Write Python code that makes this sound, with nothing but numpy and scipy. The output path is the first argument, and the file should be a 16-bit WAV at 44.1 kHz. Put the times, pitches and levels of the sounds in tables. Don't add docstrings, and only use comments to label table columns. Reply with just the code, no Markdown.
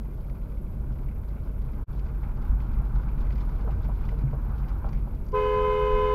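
import sys
import numpy as np
from scipy import signal
from scipy.fft import rfft, irfft
from scipy.io import wavfile
from scipy.ndimage import uniform_filter1d

SR = 44100
rng = np.random.default_rng(int(sys.argv[2]) if len(sys.argv) > 2 else 0)


def generate_wav(sig):
    pcm = np.round(np.clip(np.atleast_2d(sig).T, -1, 1) * 32767).astype(np.int16)
    wavfile.write(sys.argv[1], SR, pcm)


N = 270774

# pitch_hz, relative level_db (per Hz)
RUMBLE_SPECTRUM = [(15, -16.5), (22, -4.5), (30, -1), (39, -4), (51, 6), (59, -14), (80, -17)]
DRONE_SPECTRUM = [(55, -9.5), (76, 2), (108, -8), (131, 1), (152, -8.5), (170, -6.5), (185, -11),
                  (210, -8.5), (260, -16.5), (350, -23.5), (520, -40)]
ROAR_SPECTRUM = [(240, -5.5), (330, 3), (400, 1), (480, 0.5), (520, -2), (640, -2.5), (720, -14),
                 (900, -22)]
TREAD_SPECTRUM = [(600, -8), (780, 2), (950, 3), (1200, -1.5), (1500, -2.5), (1850, -17.5), (2350, -21.5),
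                  (3000, -32.5), (4500, -55)]
GRIT_SPECTRUM = [(2600, -1), (3200, 2.5), (4000, -0.5), (4800, -1.5), (6000, -9), (8000, -18),
                 (12000, -27.5)]
# time_s, coarseness_db (above smooth asphalt)
PAVING = [(0.0, -1), (1.4, 1), (2.25, 5), (2.7, 8.5), (3.5, 7), (4.4, 7), (4.85, 7.5), (5.2, 1.5),
          (6.14, 1.5)]
# base level_db, share of coarseness followed (below 0 means it softens),
# crossing lift_db; heaves, patches and crunches then vary the level
RUMBLE_LAW = (-31.5, 0.59, 1.44)
DRONE_LAW = (-39, 0.52, -0.3)
ROAR_LAW = (-52, -0.16, 1.8)
TREAD_LAW = (-59.5, 1, 0)
GRIT_LAW = (-81.5, 0.41, 4.5)
BUZZ_LAW = (-75.5, 0.39, 3.6)
FAINT_TICK_LAW = (-58.5, 0.55, 4.3)
# middle_s, length_s, rumble lift_db, drone lift_db
BUMPS = [(0.94, 0.72, 2, 4), (1.577, 0.17, 4.5, -1.5), (2.049, 0.12, 4.5, -5), (2.509, 0.18, 9, 0.5),
         (2.782, .14, 4.5, 1.5), (2.96, 0.18, 4.5, 1), (3.243, 0.17, 3.5, 2), (4.976, 0.32, 2.5, 2),
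         (5.63, 0.22, 1, 2), (5.98, .36, 7.5, 1.5)]
# start_s, peak_db
THUMPS = [(4.2367, -19)]
# start_s, peak_db, brightness_db (per octave)
KNOCKS = [(2.958, -38.5, 10), (3.645, -38, -38), (3.674, -31.5, -5), (3.887, -35.5, 3), (4.120, -37, -29),
          (4.329, -33.5, -10), (4.843, -32.5, 0), (4.865, -36.5, 2), (5.068, -36.5, 1)]
LOUD_TICKS = [(.297, -50.5, -6), (.988, -54, -9), (1.992, -51, -1), (2.371, -53.5, -2), (2.603, -46.5, -9),
              (3.268, -49, -12), (3.305, -46.5, -11), (3.356, -49, -3), (4.088, -42.5, -9),
              (4.693, -49, -2), (4.89, -48.5, 2), (4.929, -47.5, 1), (5.264, -57, 11), (5.285, -54, 5),
              (5.319, -52, 4)]
# pitch_hz, relative level_db, time to fall 60 dB_s
THUMP_MODES = [(126.4, -0.5, 0.31), (135.1, 5.5, 0.43), (200, 4.5, 0.05)]
TRIM_MODES = [(453, -2, 0.1), (595, 0.5, 0.048), (646, -0.5, 0.062), (795, 0, 0.089), (976, -2.5, 0.11),
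              (1114, -15, 0.16), (1320, -4, 0.028)]
TICK_MODES = [(2020, 8.5, 0.019), (2395, 6.5, 0.012), (3020, 0.5, 0.011), (3520, -4.5, 0.0091),
              (4180, -8, .01), (4720, 3, 0.021), (5720, 0, .008), (6530, -3.5, .008)]
# multiple of its pitch, relative level_db
LOW_HORN = [(1, 4.5), (2, -17), (3, -16.5), (4, -23.5), (5, -21), (6, -20.5), (7, -22.5), (8, -43),
            (9, -44), (10, -51), (11, -49.5), (12, -55.5), (13, -53), (14, -63.5), (15, -62), (16, -58)]
HIGH_HORN = [(1, 1), (2, 2), (3, -19), (4, -24.5), (5, -32.5), (6, -24), (7, -32.5), (8, -43), (9, -41.5),
             (10, -57.5), (11, -52), (12, -60), (13, -54), (14, -66.5), (15, -58.5), (16, -57.5)]
# pitch_hz, level_db (before a 1.5 dB lift)
SIDE_TONES = [(334.25, -62.5), (562.0, -55), (930.1, -46.5), (1351.55, -56.5)]
# pitch_hz, width_hz, relative level_db
RASP = [(497, 210, -3), (1007, 52, 2.5), (1270, 110, -11.5), (1536, 320, -7), (2112, 58, -9.5),
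        (2500, 260, -14), (3005, 190, -16), (3440, 1500, -19.5), (5430, 3000, -26.5)]
# share of the cycle, pitch_hz, relative level_db, unsteadiness (share of pitch)
WHINE = [(0, 13180, -5, .004), (.35, 13000, 3.5, 0.0037), (.37, 11300, -6.5, .045), (.55, 10750, -4.5, .04),
         (.73, 10500, -7, .035), (.75, 11770, -0.5, .012), (.98, 11800, -5.5, .006),
         (1, 12800, -7.5, 0.0043)]
# pitch_hz, relative level_db (per Hz)
HISS_SPECTRUM = [(3000, 0), (9000, -1.2), (12000, 1.0), (16500, 0)]
# start of fade_s, almost silent_s, start of return_s, full again_s
DIP_TIMES = (1.83, 1.85, 1.864, 1.895)

CROSSING_FROM_S, CROSSING_TO_S, CROSSING_EDGE_S = 3.02, 4.09, 0.27
JUDDER_S, JUDDER_DB, JUDDER_FADE_DB_PER_S = 3.8, -31, 69.5
FAINT_TICKS_PER_S, FAINT_TICK_BRIGHT_DB, FAINT_TICK_SPREAD_DB = 4.5, -5, 2.0
LOW_HZ, HIGH_HZ, HORN_ON_S = 421.45, 508.65, 5.321
FLUTTER_DB = 3
PICTURES_PER_S, FIRST_PICTURE_S = 29.97, .007
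CUTOFF_HZ = 15830


def road():
    rumble_lift_db, drone_lift_db = heaves()
    patches = drift(25)
    rumble = evened(coloured(RUMBLE_SPECTRUM), span_s=0.11)
    rumble = from_db(road_db(RUMBLE_LAW) + rumble_lift_db) * rumble
    drone = evened(coloured(DRONE_SPECTRUM), span_s=0.19)
    drone = from_db(road_db(DRONE_LAW) + drone_lift_db) * drone
    roar = from_db(road_db(ROAR_LAW)) * coloured(ROAR_SPECTRUM)
    tread = from_db(road_db(TREAD_LAW) + 1.8 * patches) * coloured(TREAD_SPECTRUM)
    grit = crunches(per_s=50, decay_s=0.011, depth=1.0) * coloured(GRIT_SPECTRUM)
    grit = from_db(road_db(GRIT_LAW) + 1.1 * patches) * grit
    buzz = crunches(per_s=41, decay_s=0.0082, depth=1.23) * ringing_noise(hz=2210, width_hz=700)
    buzz = from_db(road_db(BUZZ_LAW)) * buzz
    return rumble + drone + roar + tread + grit + buzz


def road_db(law):
    base_db, follows, crossing_db = law
    time_s, coarseness_db = np.transpose(PAVING)
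    coarseness_db = np.interp(seconds(), time_s, coarseness_db)
    on_crossing = swell(CROSSING_FROM_S, CROSSING_EDGE_S) - swell(CROSSING_TO_S, CROSSING_EDGE_S)
    return base_db + follows * coarseness_db + crossing_db * on_crossing


def heaves():
    lifts_db = np.zeros((2, N))
    for middle_s, length_s, rumble_db, drone_db in BUMPS:
        half_s = length_s / 2
        hump = swell(middle_s - half_s, half_s) - swell(middle_s, half_s)
        lifts_db += np.outer([rumble_db, drone_db], hump)
    return lifts_db


def crunches(per_s, decay_s, depth):
    strength = np.minimum(rng.exponential(1, N), 2.5)
    born = (rng.random(N) < per_s / SR) * strength
    fade = np.exp(-1 / (decay_s * SR))
    return 1 + depth * signal.lfilter([1], [1, -fade], born + 1e-18)


def rattles():
    judder_db = JUDDER_DB - JUDDER_FADE_DB_PER_S * np.abs(seconds() - JUDDER_S)
    judder = from_db(judder_db) * evened(ringing_noise(hz=86.8, width_hz=49), span_s=0.19)
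    knocks = struck(KNOCKS, TRIM_MODES, chatter_s=0.0069, soft_hz=1380)
    ticks = struck(list(LOUD_TICKS) + faint_ticks(), TICK_MODES, chatter_s=0.0046, soft_hz=6460)
    return judder + thumps(contact_s=0.0037) + knocks + ticks


def thumps(contact_s):
    out = np.zeros(N)
    for start_s, peak_db in THUMPS:
        t = np.maximum(seconds() - start_s, 0)
        boom = np.zeros(N)
        for hz, level_db, t60_s in THUMP_MODES:
            fading_db = level_db - 60 * np.minimum(t / t60_s, 5)
            boom += from_db(fading_db) * np.sin(2 * np.pi * hz * t)
        boom *= 1 - np.exp(-t / contact_s)
        out += from_db(peak_db) * boom / np.abs(boom).max()
    return out


def struck(events, modes, chatter_s, soft_hz):
    out, t = np.zeros(N + SR), np.arange(SR // 2) / SR
    softness = signal.butter(4, min(soft_hz, SR / 3), fs=SR, output="sos")
    for start_s, peak_db, bright_db in events:
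        blow = np.zeros(len(t))
        for hz, level_db, t60_s in modes:
            contact = rng.standard_normal(len(t)) * np.exp(-t / chatter_s) + 1e-18
            width_hz = np.log(1000) / (np.pi * t60_s)
            ring = rms_one(resonate(contact, hz, width_hz))
            blow += from_db(level_db + bright_db * np.log2(hz)) * ring
        blow = signal.sosfilt(softness, blow)
        start = int(start_s * SR)
        out[start:start + len(t)] += from_db(peak_db) * blow / np.abs(blow).max()
    return out[:N]


def faint_ticks():
    gap_chance, level_chance = rng.random((2, 60))
    start_s = np.cumsum(2 * gap_chance) / FAINT_TICKS_PER_S
    peak_db = np.interp(start_s, seconds(), road_db(FAINT_TICK_LAW))
    peak_db += FAINT_TICK_SPREAD_DB * (2 * level_chance - 1)
    return [(s, db, FAINT_TICK_BRIGHT_DB) for s, db in zip(start_s, peak_db) if s < N / SR]


def horns():
    low = horn(LOW_HZ, LOW_HORN, level_db=-28.0, wander=0.00023, jitter=.0012)
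    high = horn(HIGH_HZ, HIGH_HORN, level_db=-29.0, wander=0.00017, jitter=.0012)
    side = np.zeros(N)
    for hz, level_db in SIDE_TONES:
        side += from_db(level_db) * np.sin(2 * np.pi * (hz * seconds() + .03 * drift(6.3)))
    rasp = sum(from_db(level_db) * ringing_noise(hz, width_hz) for hz, width_hz, level_db in RASP)
    extras = from_db(1.5) * side + from_db(-44.5) * rasp
    return low + high + swell(HORN_ON_S, rise_s=0.037) * extras


def horn(pitch_hz, partials, level_db, wander, jitter):
    cycles = np.cumsum(pitch_hz * (1 + wander * drift(3.7))) / SR + jitter * drift(60)
    out = np.zeros(N)
    for k, partial_db in partials:
        onset = swell(HORN_ON_S + 0.034 * (1 - 1 / k) ** 4, rise_s=0.029)
        flutter_db = FLUTTER_DB * (1 - 1 / k) ** 2 * drift(5.0)
        tone = np.sin(2 * np.pi * (k * cycles + rng.random()))
        out += onset * from_db(partial_db + flutter_db) * tone
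    return from_db(level_db) * out


def camera():
    share, *columns = np.transpose(WHINE)
    place = (seconds() - FIRST_PICTURE_S) * PICTURES_PER_S % 1
    hz, level_db, unsteady = (np.interp(place, share, column) for column in columns)
    pitch_hz = hz * (1 + unsteady * drift(220))
    tone = np.sin(2 * np.pi * np.cumsum(pitch_hz) / SR)
    whine = from_db(level_db - 67.0 + 1.5 * drift(20)) * tone
    return whine + from_db(-75) * coloured(HISS_SPECTRUM)


def coloured(spectrum):
    hz, level_db = np.transpose(spectrum)
    bins = np.maximum(np.fft.rfftfreq(N, 1 / SR), 1)
    skirts = np.minimum(1, np.minimum(bins / hz[0], hz[-1] / bins)) ** 4
    gain = skirts * from_db(np.interp(np.log(bins), np.log(hz), level_db))
    return rms_one(irfft(rfft(rng.standard_normal(N)) * gain, N))


def ringing_noise(hz, width_hz):
    once = resonate(rng.standard_normal(N), hz, width_hz)
    return rms_one(resonate(once, hz, width_hz))


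def resonate(x, hz, width_hz):
    r = np.exp(-np.pi * width_hz / SR)
    feed = np.array([1, 0, -1]) * (1 - r * r) / 2
    feedback = [1, -2 * r * np.cos(2 * np.pi * hz / SR), r * r]
    return signal.lfilter(feed, feedback, x)


def evened(x, span_s):
    power = uniform_filter1d(x ** 2, max(int(span_s * SR), 2))
    return x / np.sqrt(power + 1e-9)


def drift(rate):
    r = np.exp(-40 * np.pi * rate / SR)
    noise = rng.standard_normal(N // 20 + 4002)
    slow = signal.lfilter([1], [1, -2 * r, r * r], noise)[4000:]
    return np.interp(np.arange(N) / 20, np.arange(len(slow)), rms_one(slow))


def swell(start_s, rise_s):
    return .5 - .5 * np.cos(np.pi * np.clip((seconds() - start_s) / rise_s, 0, 1))


def seconds():
    return np.arange(N) / SR


def from_db(db):
    return 10 ** (np.asarray(db) / 20)


def rms_one(x):
    return x / np.sqrt(np.mean(x ** 2) + 1e-20)


def scene():
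    dip = np.interp(seconds(), DIP_TIMES, [1, 0, 0, 1]) ** 2
    mix = road() + rattles() + horns() + camera()
    return (mix * (dip + 0.0037))[None]


def record(dry):
    top_cut = signal.ellip(12, .1, 80, CUTOFF_HZ, fs=SR, output="sos")
    return signal.sosfilt(top_cut, dry)


dry = scene()
out = record(dry)
generate_wav(out)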